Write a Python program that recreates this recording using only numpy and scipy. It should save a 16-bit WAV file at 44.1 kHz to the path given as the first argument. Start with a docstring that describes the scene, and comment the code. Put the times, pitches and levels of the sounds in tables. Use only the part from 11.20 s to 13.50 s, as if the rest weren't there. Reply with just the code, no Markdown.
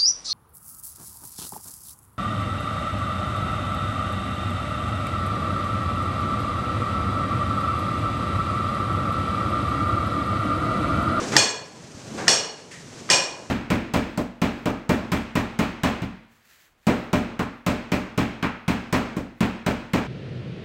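"""Inside a wooden mill, one microphone close to an old frame saw at work. Once per stroke an iron feed
part takes up its slack and drops home with a ringing clank that fills the timber room; the hardest
crack overloads the recorder. Before each clank the wooden frame rumbles; before the first two it also
scrapes. A faint hiss, one light slip and a few soft knocks lie in the background between the strokes."""
import sys
import numpy as np
from scipy import signal
from scipy.fft import rfft, irfft, next_fast_len
from scipy.io import wavfile
from scipy.ndimage import uniform_filter1d

SR = 44100
rng = np.random.default_rng(int(sys.argv[2]) if len(sys.argv) > 2 else 0)


def master_out(mix):
    """Clip the mix to full scale and print it as 16-bit PCM to the path in sys.argv[1]."""
    frames = np.transpose(np.atleast_2d(mix))
    ceiling = np.clip(frames, -1, 1)
    pcm = np.round(ceiling * 32767).astype(np.int16)
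    wavfile.write(sys.argv[1], SR, pcm)


N = 101429
T = np.arange(N) / SR

# The feed part dropping home, close to the microphone: t/s, crack level/dB, crack tilt/(dB/octave),
# room level/dB, room tilt/(dB/octave), ring level/dB, thud level/dB
CLANKS = [(.1655, -4, -1, -17.5, -0.6, -21, -25.5), (1.0805, -7, 1, -17.5, -0.04, -21.5, -30.5),
          (1.9008, -9.5, 2, -16.5, -0.48, -21, -29.5)]
def clanks():
    """Each clank: a thud of timber, the crack of iron, the room's answer and the iron's ring."""
    out = np.zeros(N)
    thud_lead_s = 0.011
    for stroke, (s, crack_db, crack_tilt, room_db, room_tilt, ring_db, thud_db) in enumerate(CLANKS):
        add(out, s - thud_lead_s, amp(thud_db) * timber_thud(thud_lead_s))
        add(out, s, amp(crack_db) * iron_crack(crack_tilt))
        add(out, s, amp(room_db) * room_answer(room_tilt))
        add(out, s, amp(ring_db) * iron_ring(stroke))
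    return out


# Short-lived resonances right at the contact: f/Hz, relative level/dB
CRACK_MODES = [(830, -5.5), (1860, 3), (2850, -7), (3450, -8), (4870, 1), (5500, -2), (6550, -8.5),
               (7550, -8.5)]
def iron_crack(tilt_db):
    """The contact chatters for a few milliseconds and drives broad, unsteady resonances."""
    size = 1024
    modes = np.zeros(size)
    for hz, db in CRACK_MODES:
        drift = 0.28 * np.cumsum(rng.standard_normal(size)) / np.sqrt(SR / 1000)  # random walk, radians
        phase = 2 * np.pi * (hz * T[:size] + rng.random()) + drift
        modes += amp(db + tilt_db * np.log2(hz)) * np.cos(phase)
    chatter = amp(-5.5) * noise(BLOW_SPECTRUM)[:size]
    fade = envelope(rise_s=0.0003, hold_s=0.0025, fall_s=0.0016)[:size]
    return unit_rms(unit_rms(modes) + chatter) * fade


# Modes of the iron as heard in the room; each blow lands on another spot:
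# f/Hz, t60/s, relative level/dB in the first, second and third clank
IRON_MODES = [(441.7, 1, -9.5, -9, -20), (519, 0.77, -17, -17.5, -9), (1012, 0.72, -6, -12, -4.5),
              (1678, 0.61, -2.5, -11, -8), (2447, 0.49, 1.5, -6, 4.5), (2902, 0.61, -20, -5, -8),
              (2873, 0.49, -6.5, -5, -2.5), (3402, 0.47, -1, -5.5, -11), (4327, 0.48, -0.5, -3.5, -1.5),
              (4362, 0.54, 2.5, 0.5, -5), (4950, 0.51, -19, -8, -17), (5640, 0.53, -19, -6, -8),
              (5486, 0.44, -1, 0, 3), (5500, 0.56, -3.5, -16, -7), (5600, 0.47, -15, 2.5, 1.5),
              (6520, 0.43, 1.5, -1, -3.5), (7600, 0.43, -4, -7.5, 0), (7600, 0.41, 0, -9, -15),
              (8560, 0.36, -7, -6.5, -7.5)]
def iron_ring(stroke):
    """The iron's modes beat against their reflections and widen as the loose part rattles."""
    out = np.zeros(SR)
    direct = 0.29
    for hz, t60, *levels_db in IRON_MODES:
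        reflections = beating(width_hz=25)
        rattle = amp(-8) * beating(width_hz=72)
        mode = ((direct + reflections + rattle) * np.exp(2j * np.pi * hz * T[:SR])).real
        fade = envelope(rise_s=0.008, hold_s=0.04, fall_s=t60 / np.log(1000))[:SR]
        out += amp(levels_db[stroke]) * unit_rms(mode) * fade
    return out / np.std(out[:6000])  # the loud opening sets the level


# Dense sound of the blow, filling the room around the microphone: f/Hz, relative level/dB
BLOW_SPECTRUM = [(15, -60), (50, -39), (75, -30), (115, -10), (250, -5.5), (550, 1), (1000, 0), (1350, -5),
                 (1850, -1), (2250, -4), (3100, 0), (3900, -3.5), (5400, 3.5), (6100, 2.5), (7700, -3),
                 (8800, -6), (10000, -16.5), (12500, -22.5), (15500, -25)]
# Decay of the timber room: f/Hz, t60/s
ROOM_DECAY = [(80, 0.4), (250, 0.82), (550, 0.79), (1500, 0.61), (4000, .47), (8000, 0.41), (14000, 0.29)]
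def room_answer(tilt_db):
    """Dense reflections build quickly, hold briefly and die away, soonest in the treble."""
    rise_s, hold_s = 0.0019, 0.023
    hz, t, bands = signal.stft(noise(BLOW_SPECTRUM, tilt_db), SR, nperseg=256)
    decay_db = -60 * np.maximum(t - hold_s, 0) / curve_at(ROOM_DECAY, hz)[:, None]
    _, tail = signal.istft(bands * amp(decay_db), SR, nperseg=256)
    return tail[:N] * np.minimum(T / rise_s, 1)


# The timber at the feed, just ahead of the crack: f/Hz, relative level/dB
THUD_SPECTRUM = [(10, -45), (35, -33), (70, -56), (140, -11), (320, 1.5), (800, -8), (1500, 4),
                 (3000, -12.5), (7000, -16), (10000, -42), (15000, -65)]
def timber_thud(hold_s):
    """The timber thuds as the slack is taken up."""
    return noise(THUD_SPECTRUM) * envelope(rise_s=0.00038, hold_s=hold_s, fall_s=0.012)


# The sliding frame, and a light slip on its return: t/s, hold/s, level/dB, tilt/(dB/octave)
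SCRAPES = [(-.02, 0.056, -35, -.5), (.117, 0.044, -25, -1.5), (.973, 0.039, -31, -2)]
SLIPS = [(1.508, .035, -43, -0.3)]
# Their colour at the microphone: f/Hz, relative level/dB
SCRAPE_SPECTRUM = [(20, -45), (100, -6), (400, 0.5), (800, -1.5), (1700, -1), (3000, -11.5), (6500, -9),
                   (9000, -18), (14000, -50)]
SLIP_SPECTRUM = [(300, -29), (1400, -11), (1900, -0.5), (2500, -9), (3600, -13.5), (7000, -10),
                 (10000, -21), (14000, -37)]
def friction(rubs, spectrum):
    """Short, grainy bursts of friction that fade in the room."""
    out = np.zeros(N)
    for s, hold_s, db, tilt_db in rubs:
        grain = noise(spectrum, tilt_db) * flutter(depth_db=0.5, size=100)
        add(out, s, amp(db) * grain * envelope(rise_s=0.0054, hold_s=hold_s, fall_s=0.075))
    return out


# Soft knocks of the timber, behind the clanks: t/s, f/Hz, level/dB
KNOCKS = [(.01, 111, -33), (0.067, 286, -25), (0.152, 320, -17), (0.409, 125, -40), (0.639, 131, -35),
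          (0.743, 93, -39), (0.767, 155, -38), (0.876, 128, -36), (0.914, 230, -28), (0.941, 302, -25.5),
          (.955, 208, -29), (1.675, 254, -36.5), (1.807, 200, -50), (1.905, 172, -28), (1.933, 135, -32),
          (2.004, 175, -36)]
def joint_knocks():
    """Play in the wooden joints: low, quickly damped notes."""
    out = np.zeros(N)
    fade = envelope(rise_s=0.0082, hold_s=0.0082, fall_s=0.0068)
    for s, hz, db in KNOCKS:
        add(out, s, amp(db) * np.sin(2 * np.pi * hz * T) * fade)
    return out


# The running frame in the background, as it reaches the microphone: t/s, level/dB
RUMBLE_LEVEL = [(0, -44), (.16, -30.5), (.3, -53), (.55, -51.5), (.8, -48), (.98, -40.5), (1.1, -40),
                (1.35, -58.5), (1.6, -48.5), (1.85, -46), (2.1, -52.5), (2.3, -53)]
TIMBER_LEVEL = [(0, -31.5), (.13, -33.5), (.3, -56), (.55, -48.5), (.84, -45.5), (.94, -37.5), (1.06, -35),
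                (1.25, -49.5), (1.45, -52), (1.65, -47.5), (1.82, -43.5), (2.1, -50), (2.22, -44.5),
                (2.3, -50)]
HISS_LEVEL = [(0, -38.5), (.15, -36), (.3, -50), (.55, -51), (.9, -46), (1.02, -42), (1.2, -46),
              (1.45, -52), (1.85, -45.5), (2.05, -48), (2.3, -50.5)]
# The colour of each layer: f/Hz, relative level/dB
RUMBLE_SPECTRUM = [(10, -43), (25, -50), (50, -17), (80, -8.5), (115, 2), (165, 1), (240, -2.5), (500, -36)]
TIMBER_SPECTRUM = [(60, -18), (140, -7), (240, -1.5), (340, -1), (550, -5), (900, -11.5), (1600, -16.5),
                   (4000, -54.5)]
HISS_SPECTRUM = [(20, -25), (200, 1), (800, -4.5), (2000, 2.5), (3800, -0.5), (6200, 3.5), (8000, -1.5),
                 (10000, -12.5), (12500, -25.5), (15500, -33)]
def running_frame():
    """Low rumble, the noise of the timber and a lightly fluttering hiss swell with the strokes."""
    rumble = swelling_noise(RUMBLE_LEVEL, RUMBLE_SPECTRUM)
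    timber = swelling_noise(TIMBER_LEVEL, TIMBER_SPECTRUM)
    hiss = swelling_noise(HISS_LEVEL, HISS_SPECTRUM, flutter_db=1)
    return rumble + timber + hiss


def swelling_noise(levels, spectrum, flutter_db=0):
    """Coloured noise that follows a level curve."""
    swell = amp(np.interp(T, *np.transpose(levels)))
    return swell * noise(spectrum) * flutter(flutter_db, size=700)


def noise(spectrum, tilt_db=0):
    """Noise of rms 1 with a spectrum, tilted by tilt_db per octave."""
    size = next_fast_len(N)
    hz = np.fft.rfftfreq(size, 1 / SR)
    gain = amp(curve_at(spectrum, hz) + tilt_db * np.log2(hz + 1))
    return unit_rms(irfft(rfft(rng.standard_normal(size)) * gain, size)[:N])


def flutter(depth_db, size):
    """A random gain that changes over about size samples."""
    wander = uniform_filter1d(uniform_filter1d(rng.standard_normal(N), size), size)
    return amp(depth_db * unit_rms(wander))


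def beating(width_hz, size=3000):
    """One second of random amplitude and phase: beats at about width_hz, even over size samples."""
    hz = np.fft.fftfreq(SR, 1 / SR)
    white = rng.standard_normal(SR) + 1j * rng.standard_normal(SR)
    sway = np.fft.ifft(white / (1 + (hz / width_hz) ** 2))
    return sway / np.sqrt(uniform_filter1d(abs(sway) ** 2, size) + 1e-20)


def envelope(rise_s, hold_s, fall_s):
    """Straight attack, then exponential release from hold_s after the onset."""
    return np.minimum(T / rise_s, 1) * np.exp(-np.maximum(T - hold_s, 0) / fall_s)


def amp(db):
    """Decibels to gain."""
    return 10 ** (np.asarray(db) / 20)


def unit_rms(x):
    """Scales to rms 1."""
    return x / np.sqrt(np.mean(x ** 2) + 1e-20)


def curve_at(points, hz):
    """Reads a curve on a log-frequency axis."""
    f, value = np.transpose(points)
    return np.interp(np.log(hz + 1), np.log(f + 1), value)


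def add(mix, s, sound):
    """Mixes a sound in at time s."""
    at = round(s * SR)
    sound = sound[max(-at, 0):]
    part = mix[max(at, 0):][:len(sound)]
    part += sound[:len(part)]


def scene():
    """At the microphone, in mono: the running frame with clanks, scrapes and knocks over it."""
    mix = running_frame() + clanks()
    mix += friction(SCRAPES, SCRAPE_SPECTRUM) + friction(SLIPS, SLIP_SPECTRUM)
    return (mix + joint_knocks())[None]


def record(dry):
    """The hardest crack overloads the recorder, which is dull at the top and band-limited."""
    treble_hz, edge_hz = 11150, 15700
    dull = signal.lfilter(*signal.butter(2, treble_hz, fs=SR), dry)
    oversampled = signal.resample_poly(dull, 4, 1, axis=1)
    clipped = signal.resample_poly(np.clip(oversampled, -1, 1), 1, 4, axis=1)
    band_limit = signal.firwin(511, edge_hz, window=("kaiser", 9), fs=SR)
    return signal.oaconvolve(clipped, band_limit[None], "same")


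dry = scene()
out = record(dry)
master_out(out)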